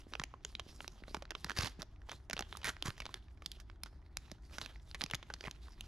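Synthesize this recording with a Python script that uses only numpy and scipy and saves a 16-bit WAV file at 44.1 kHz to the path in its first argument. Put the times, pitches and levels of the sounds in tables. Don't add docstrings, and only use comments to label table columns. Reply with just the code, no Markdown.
import sys
import numpy as np
from scipy import signal
from scipy.fft import rfft, irfft, next_fast_len
from scipy.io import wavfile

SR = 44100
rng = np.random.default_rng(int(sys.argv[2]) if len(sys.argv) > 2 else 0)


def put_to_file(sound):
    columns = np.atleast_2d(sound).T
    safe = np.clip(columns, -1, 1)
    whole_steps = np.round(safe * 32767)
    wavfile.write(sys.argv[1], SR, whole_steps.astype(np.int16))


N = 258867

TAPS = 2048
LEAD = TAPS // 10
HZ = np.fft.rfftfreq(TAPS, 1 / SR) + 1
LOWEST_HZ = 471
HOLD_DB = -80

# start in seconds, length in
# seconds, onset level in dB, speed (1 is a brisk rip), ring of the taut paper in Hz.
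PULLS = [(1.565, 0.11, -41.5, 0.78, 4450), (1.796, 0.018, -52, 0.15, 490),
         (2.648, 0.043, -39.5, 0.89, 1750), (2.853, 0.027, -43, 0.66, 1150)]
# start in seconds, length in seconds, onset level in dB,
# ring of the patch under the finger in Hz.
STROKES = [(0, 0.017, -65, 6650), (0.092, 0.11, -71, 4000), (0.478, 0.041, -66, 6600),
           (0.65, 0.039, -70, 6060), (0.716, 0.15, -66, 5900), (0.903, 0.087, -68.5, 2980),
           (1.081, 0.061, -65, 6500), (1.382, 0.3, -62, 4500), (2.118, 0.016, -58, 3200),
           (2.363, 0.046, -62, 2470), (2.494, 0.094, -62, 2790), (2.72, 0.016, -68.5, 4000),
           (2.838, 0.33, -68, 2720), (3.446, 0.12, -69.5, 2940), (3.852, 0.02, -70.5, 3400),
           (4.174, 0.14, -71, 3200), (4.465, 0.065, -67, 5640), (4.539, 0.024, -63, 5800),
           (4.615, 0.087, -60, 2560), (4.861, 0.066, -73, 7000), (4.995, 0.14, -63.5, 3000),
           (5.28, 0.15, -70.5, 4300), (5.431, 0.08, -62.5, 2520), (5.62, 0.37, -72, 3430)]


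def from_db(db):
    return 10 ** (np.asarray(db) / 20)


def unit(x):
    return x / np.sqrt(np.mean(x ** 2) + 1e-20)


def read(points, hz):
    point_hz, value = np.transpose(points)
    return np.interp(np.log(hz + 1), np.log(point_hz), value)


def add(mix, start_s, sound):
    part = mix[max(round(start_s * SR), 0):][:len(sound)]
    part += sound[:len(part)]


def click(gain):
    log_gain = np.log(np.maximum(gain / gain.max(), 1e-5))
    circle = np.r_[log_gain, log_gain[-2:0:-1]]
    pulse = np.fft.ifft(np.exp(np.conj(signal.hilbert(circle)))).real
    return pulse / np.linalg.norm(pulse)


def mode(hz, sharpness, lift_db):
    detuning = sharpness * (HZ / hz - hz / HZ)
    return np.sqrt(1 + from_db(lift_db) ** 2 / (1 + detuning ** 2))


def resonate(x, hz, width_hz):
    turn = np.exp(2j * np.pi * np.cumsum(hz) / SR)
    pole = np.exp(-np.pi * width_hz / SR)
    return 2 * (turn * signal.lfilter([1 - pole], [1, -pole], x / turn)).real


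def flutter(per_s):
    knots = rng.standard_normal(int(2 * per_s * N / SR) + 2)
    return unit(signal.resample(knots, next_fast_len(N))[:N])


def gesture(start_s, length_s, level_db, rise, sag, fall):
    t = np.arange(N) / SR - start_s
    rise_db = rise * np.minimum(t, 0)
    sag_db = sag * np.clip(t, 0, length_s)
    fall_db = fall * np.maximum(t - length_s, 0)
    return from_db(level_db + rise_db - sag_db - fall_db)


def facet(lowest_hz, ring_hz, crispness, decay_ms, scatter=1.19, creak_s=0.00041):
    # frequency in Hz, level in dB per Hz.
    snap_spectrum = [(400, -2), (800, -2), (1600, -3.5), (3100, -5), (6200, -7.5), (8200, -19.5),
                     (10500, -18.5), (14000, -30)]
    t = (np.arange(TAPS) - LEAD) / SR
    envelope = np.exp(np.minimum(t / creak_s, -t * 10 ** 3 / max(decay_ms, .5)))
    rattle = rng.standard_normal(TAPS) * envelope
    drive = scatter * rattle / np.linalg.norm(rattle)
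    drive[LEAD] = rng.choice([-1, 1])
    tilt_db = crispness * np.log2(np.maximum(HZ, lowest_hz / 2))
    gain = from_db(read(snap_spectrum, HZ) + tilt_db)
    gain = gain * mode(ring_hz, sharpness=5.05, lift_db=10.5) / np.hypot(1, (lowest_hz / HZ) ** 2)
    sound = signal.fftconvolve(drive, click(gain))
    return sound / np.linalg.norm(sound) * np.sqrt(SR / 10 ** 3)


def snaps(nudge_db=-19, nudge_hz=330, nudge_s=0.0078):
    # flip time in seconds, level in dB over 1 ms, ringing mode in Hz,
    # crispness in dB per octave, decay in ms (facet takes 0.5 at least).
    large_creases = [(0.1366, -33.0, 4000, -6.5, 0.99), (0.1532, -32.5, 2590, -6, 1.2),
                     (0.1978, -29, 5860, -7.5, 1.7), (0.217, -37.5, 990, -3, 2.2),
                     (0.238, -30.0, 6650, -2.5, 1.1), (0.3395, -39, 1100, -8.5, 3.2),
                     (0.4494, -31, 6700, -2, 1.2), (0.552, -32, 3950, -21, 0.86),
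                     (0.5966, -32, 3130, -2, 2.8), (0.8058, -35.5, 2750, -8.5, 1.3),
                     (0.845, -41.5, 1850, -4.5, 1.5), (0.8794, -35, 4000, -0.5, 0.35),
                     (1.0374, -44.5, 1890, -10.5, 1.4), (1.081, -42, 584, -8, 4.4),
                     (1.146, -27, 790, -2.5, 2.7), (1.1681, -39, 1150, -1, 2.8),
                     (1.2234, -37.5, 554, -2, 3), (1.254, -45.5, 3980, -7.5, 1),
                     (1.307, -32.5, 1750, 0, 3.0), (1.3181, -39.5, 1700.0, -6, 1.3),
                     (1.3515, -32, 3440.0, -8, 2.5), (1.4458, -29.5, 1310, 0.0, 0.61),
                     (1.497, -30, 1380, 0, 0.31), (1.506, -31, 1750, -2, 2.9),
                     (1.5174, -35, 1630, -5, 0.58), (1.5878, -24.5, 4650, 0, 1.1),
                     (1.604, -41, 2780, -6, 0.6), (1.633, -31, 4620, -5, 4.3),
                     (1.6595, -35, 4550, -3.5, 1.7), (1.8202, -34.5, 4160, 2.5, 0.87),
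                     (1.828, -39.5, 604, -0.5, 2.4), (2.018, -54, 1720, -4.5, 1.4),
                     (2.0891, -43.5, 890, -3, 1.5), (2.0945, -37, 3440, -2.5, 3.4),
                     (2.117, -36, 5700, -1.5, 0.54), (2.1206, -40.5, 1600, -7, 1.8),
                     (2.131, -44, 1080, -1.5, 1.1), (2.299, -33.5, 680, 0, 1.3),
                     (2.3103, -34, 6600, -6.5, 1.4), (2.3319, -28, 1620, 3, 3.5),
                     (2.3673, -33, 2900, -3, 3.2), (2.3782, -35.5, 3830, -7, 1.4),
                     (2.3929, -28, 830, -0.5, 1.3), (2.4079, -32.5, 720, -0.5, 1.8),
                     (2.4241, -36, 3260, -5, 1.7), (2.527, -35.5, 3250, -7, 1.4),
                     (2.5516, -40, 1220, -19, 0.44), (2.5712, -38.5, 900, 5.5, 1.4),
                     (2.6449, -30, 1880, 3, 0.84), (2.6856, -31, 1950, -1.5, 0.83),
                     (2.6953, -33.5, 3600, -1, 1.2), (2.7672, -43, 1900, -4.5, 0.43),
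                     (2.825, -28, 3300, 2.5, 0.68), (2.9047, -36.5, 1640, 0, 1),
                     (2.98, -46, 1920, 0.5, 1.7), (3.003, -33, 2680, -0.5, 3.2),
                     (3.02, -39.5, 2120, -2, 4.5), (3.0554, -37, 2440, -2, 1),
                     (3.0645, -35.5, 4000, -3, 1.6), (3.092, -43.5, 960, -4.5, 2.6),
                     (3.1424, -32.0, 3370, 0, 1.06), (3.422, -44.5, 1220, -1.5, 2.5),
                     (3.461, -30, 3900, 3.5, 1.7), (3.5173, -37, 3300, 4.5, 2),
                     (3.601, -46.5, 1590, 3.5, 9.2), (3.6992, -46.5, 5000, -7, 1.9),
                     (3.8353, -32.5, 5400, 4, 1), (3.8607, -43.5, 1370, -1, 9.3),
                     (4.171, -29.5, 5440, 3, 0.39), (4.316, -39.5, 605, 2.5, 2.2),
                     (4.584, -31.5, 1420, 1, 2.4), (4.6147, -32, 3950, -0.5, 3.6),
                     (4.661, -36.5, 2670, 1.5, 1.3), (4.759, -48.5, 1910, -11, 1.2),
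                     (4.9135, -43, 4930, -11, 0.45), (4.9467, -33, 2020, -1, 5.5),
                     (5.0104, -31, 3500, -4, 1.9), (5.0169, -28, 4500, 0.5, 1.2),
                     (5.039, -27.5, 4270, 2.5, 0.53), (5.0627, -38.5, 2760, -1, 1.1),
                     (5.1004, -40.5, 2100, -4, 1.2), (5.1118, -31, 2700, 0.5, 1.4),
                     (5.136, -27, 2050, -4, 2.2), (5.1467, -29, 3550, 1, 3.1), (5.152, -34, 890, 6, 0.43),
                     (5.2286, -41.5, 3340, -4.5, 3.7), (5.3017, -34, 1570, -5, 6.3),
                     (5.339, -33, 4900, -0.5, 2.6), (5.409, -38, 4930, -4, 2.1),
                     (5.4814, -35, 2180, -15, 1.7), (5.512, -38, 3150, 4.5, 1), (5.683, -48.5, 1270, -7, 2),
                     (5.809, -35.5, 3320, 3.5, 1.15)]
    at_ring_hz, lowest_slope, octaves_per_crispness = 2100, 0.43, 0.14
    out, t = np.zeros(N), np.arange(TAPS) / SR
    for flip_s, db, ring_hz, crispness, decay_ms in large_creases:
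        lowest_hz = LOWEST_HZ * (ring_hz / at_ring_hz) ** lowest_slope
        lowest_hz = lowest_hz * 2 ** (-octaves_per_crispness * crispness)
        knock_hz = nudge_hz * 2 ** rng.uniform(-1.15, 0.615)
        knock = np.sin(2 * np.pi * knock_hz * t) * np.exp(-t / nudge_s)
        add(out, flip_s - LEAD / SR, from_db(db) * facet(lowest_hz, ring_hz, crispness, decay_ms))
        add(out, flip_s, from_db(db + nudge_db) * knock)
    return out


def grains(colour, per_s, spread_db, lift_db, drift_db, drift_hz, count=12):
    sizes = from_db(spread_db * np.minimum(rng.exponential(1, N), 4)) * rng.choice([-1, 1], N)
    sizes = sizes * (rng.random(N) < per_s / SR)
    patch, out = rng.integers(0, count, N), np.zeros(N)
    for k, hz in enumerate(np.geomspace(900, 9000, count)):
        ring = click(from_db(read(colour, HZ)) * mode(hz, sharpness=4.2, lift_db=lift_db))
        rung = signal.oaconvolve(sizes * (patch == k), ring)[:N]
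        out += rung * from_db(drift_db * flutter(drift_hz))
    return unit(out)


def tear(fibres_per_s=7500, stick_slip_db=3.5, slips_per_s=130, brightening=0.93):
    # frequency in Hz, level in dB per Hz.
    tear_spectrum = [(60, 3), (240, 6), (650, -7), (1600, 1.5), (2800, -4.5), (5000, -6.5), (6700, -5.5),
                     (8600, -17), (10800, -8), (14000, -22.5)]
    gains = np.array([gesture(*row[:3], rise=2403, sag=30, fall=613) for row in PULLS])
    per_s = fibres_per_s * np.array(PULLS)[gains.argmax(axis=0), 3]
    fibres = grains(tear_spectrum, per_s, spread_db=4.5, lift_db=11.5, drift_db=2.5, drift_hz=70.0)
    fibres = fibres * from_db(stick_slip_db * flutter(slips_per_s))
    out = np.zeros(N)
    for gain, (start_s, length_s, _, speed, ring_hz) in zip(gains, PULLS):
        tilt = from_db(brightening * np.log2(speed) * np.log2(np.maximum(HZ, 400)))
        ring = click(tilt * mode(ring_hz, sharpness=3.3, lift_db=4.5))
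        rasp = signal.oaconvolve(fibres, ring)[:N]
        during_pull = rasp[int(start_s * SR):int((start_s + length_s) * SR)]
        out += gain * rasp / during_pull.std()
    return out


def crackle(start_s, length_s, level_db, ring_hz, per_s, spread_db=1.0, scatter_octaves=0.52,
            crispness=-3, decay_ms=2.8):
    out = np.zeros(N)
    for when, size, pitch in rng.random((round(length_s * per_s), 3)):
        hz = ring_hz * 2 ** (scatter_octaves * (2 * pitch - 1))
        db = level_db + spread_db * (2 * size - 1)
        snap = from_db(db) * facet(LOWEST_HZ, hz, crispness, decay_ms)
        add(out, start_s + when * length_s - LEAD / SR, snap)
    return out


def bundles(over_pull_db=4.0, per_s=90):
    return sum(crackle(start_s, length_s, db + over_pull_db, ring_hz, per_s)
               for start_s, length_s, db, _, ring_hz in PULLS)


def puffs(cycles=1.0, slackening=0.76):
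    # start in seconds, swing amplitude in dB before damping.
    flexes = [(0.068, -43), (0.125, -44), (0.2, -35.5), (0.665, -44.5), (1.023, -42), (1.111, -43.5),
              (1.172, -38), (1.449, -36), (1.589, -25.5), (1.637, -29.5), (1.791, -39), (2.338, -37),
              (2.407, -38.5), (2.857, -33.5), (2.885, -29.5), (4.32, -39), (5.041, -35.5), (5.137, -31),
              (5.477, -35.5)]
    base_hz, base_db, db_per_octave = 199, -35, 10
    out, t = np.zeros(N), np.arange(2 * TAPS) / SR
    for start_s, db in flexes:
        age = t * base_hz * 2 ** ((base_db - db) / db_per_octave)
        turns = 0.6 * age + slackening * (1 - np.exp(-2 * age)) / 2
        add(out, start_s, -from_db(db) * np.sin(2 * np.pi * turns) * np.exp(-age / cycles))
    return out


def squeezes(creases_per_s=200):
    # start in seconds, length in seconds, level of a crease in dB, ringing mode in Hz.
    crumples = [(0.122, .015, -53.5, 2600), (1.456, .04, -47.5, 1400), (2.616, .022, -46, 3400),
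                (4.531, .18, -58, 2930), (5.019, .02, -44, 1100), (5.438, 0.036, -41, 2530)]
    return sum(crackle(*row, creases_per_s) for row in crumples)


def strokes():
    return np.array([gesture(*row[:3], rise=713, sag=1, fall=345) for row in STROKES])


def slide(ridges_per_s=9000, grip_db=2.5, brightening=0.66, neutral_hz=3300, panel_hz=4400,
          wander_octaves=0.29, panel_db=2, hold_db_per_octave=-2.5):
    # frequency in Hz, level in dB per Hz.
    slide_spectrum = [(300, 12.5), (800, -2), (2300, -7), (3500, -5.5), (5600, -7.5), (8700, -15.5),
                      (11000, -9), (14000, -20)]
    hiss = grains(slide_spectrum, ridges_per_s, spread_db=3.5, lift_db=15.0, drift_db=5.5, drift_hz=13)
    ring_curve_hz = panel_hz * 2 ** (wander_octaves * flutter(6.4))
    hiss = hiss + from_db(panel_db) * resonate(hiss, ring_curve_hz, width_hz=510)
    dulling = from_db(hold_db_per_octave * np.log2(np.maximum(HZ, 3000)))
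    creep = signal.oaconvolve(hiss, click(dulling))[:N]
    out = from_db(HOLD_DB) * unit(creep)
    for gain, (*_, ring_hz) in zip(strokes(), STROKES):
        tilt_db = brightening * np.log2(ring_hz / neutral_hz) * np.log2(np.maximum(HZ, LOWEST_HZ))
        ring = click(from_db(tilt_db) * mode(ring_hz, sharpness=0.99, lift_db=2.5))
        out += gain * unit(signal.oaconvolve(hiss, ring)[:N])
    return from_db(grip_db * flutter(17)) * out


def small_snaps(count=140, level_db=-60, at_work_db=-65, coupling=0.34, spread_db=2.5, decay_ms=2.3,
                crispness=-5):
    rubbing = strokes().sum(axis=0) + from_db(HOLD_DB)
    out, work = np.zeros(N), (rubbing / from_db(at_work_db)) ** coupling
    for when, size, pitch in rng.random((count, 3)):
        hz = 450 * 8 ** pitch
        db = level_db + spread_db * min(-np.log(size), 2)
        tick = facet(hz / 2, hz, crispness, decay_ms) * from_db(db)
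        add(out, when * N / SR, tick * work[int(when * N)])
    return out


def place(x, sway_db=1):
    # frequency in Hz, louder by dB, later by radians.
    ports_table = np.array([(60, -3.5, 0.04), (500, -3, 0.38), (2800, -4.5, 0.76), (9000, -1.5, 0.49)])
    hz = np.fft.rfftfreq(N, 1 / SR)
    lean = from_db(read(ports_table[:, :2], hz) / 2)
    lag = np.exp(-1j * read(ports_table[:, ::2], hz))
    ports = np.array([lean * lag, 1 / lean]) * 2 / (lean + 1 / lean)
    sway = from_db(sway_db * flutter(32))
    return irfft(rfft(x) * ports, N) * np.array([sway, 1 / sway]) * 2 / (sway + 1 / sway)


def reflections(x, desk_db=-22, desk_s=0.0041, wall_db=-26, wall_s=0.014, tail_db=-22, t60_s=0.66):
    t = np.arange(SR // 3) / SR
    response = 0
    for db, delay_s, decay_s in [(desk_db, desk_s, .008), (wall_db, wall_s, .015), (tail_db, desk_s, t60_s)]:
        decay = np.exp(-np.log(1000) * np.maximum(t - delay_s, 0) / decay_s)
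        taps = rng.standard_normal((3, len(t))) * (t > delay_s) * decay
        taps = taps[0] + 0.96 * taps[1:]
        response = response + from_db(db) * taps / np.linalg.norm(taps[0])
    response = signal.lfilter(*signal.butter(1, 7000, fs=SR), response)
    return signal.fftconvolve(x[None], response, axes=1)[:, :N]


def room_tone(level_db=-54.5, apart=0.095):
    # frequency in Hz, relative level in dB per Hz.
    room_spectrum = [(8, -13.5), (20, -11.5), (55, 3.5), (125, -13), (200, -22.5), (370, -22), (490, -40),
                     (680, -31), (2000, -42), (3200, -70), (14000, -74)]
    hz = np.fft.rfftfreq(N, 1 / SR)
    noise = rfft(rng.standard_normal((2, N)))
    mid, side = unit(irfft(noise * from_db(read(room_spectrum, hz)), N))
    return from_db(level_db) * np.array([mid + apart * side, mid - apart * side])


def scene():
    paper = snaps() + small_snaps() + tear() + slide() + puffs() + bundles() + squeezes()
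    return place(paper) + reflections(paper) + room_tone()


def record(dry, edge_hz=14200):
    lowpass = signal.firwin(101, edge_hz, window=("kaiser", 8), fs=SR)
    return signal.oaconvolve(dry, lowpass[None], "same")


dry = scene()
out = record(dry)
put_to_file(out)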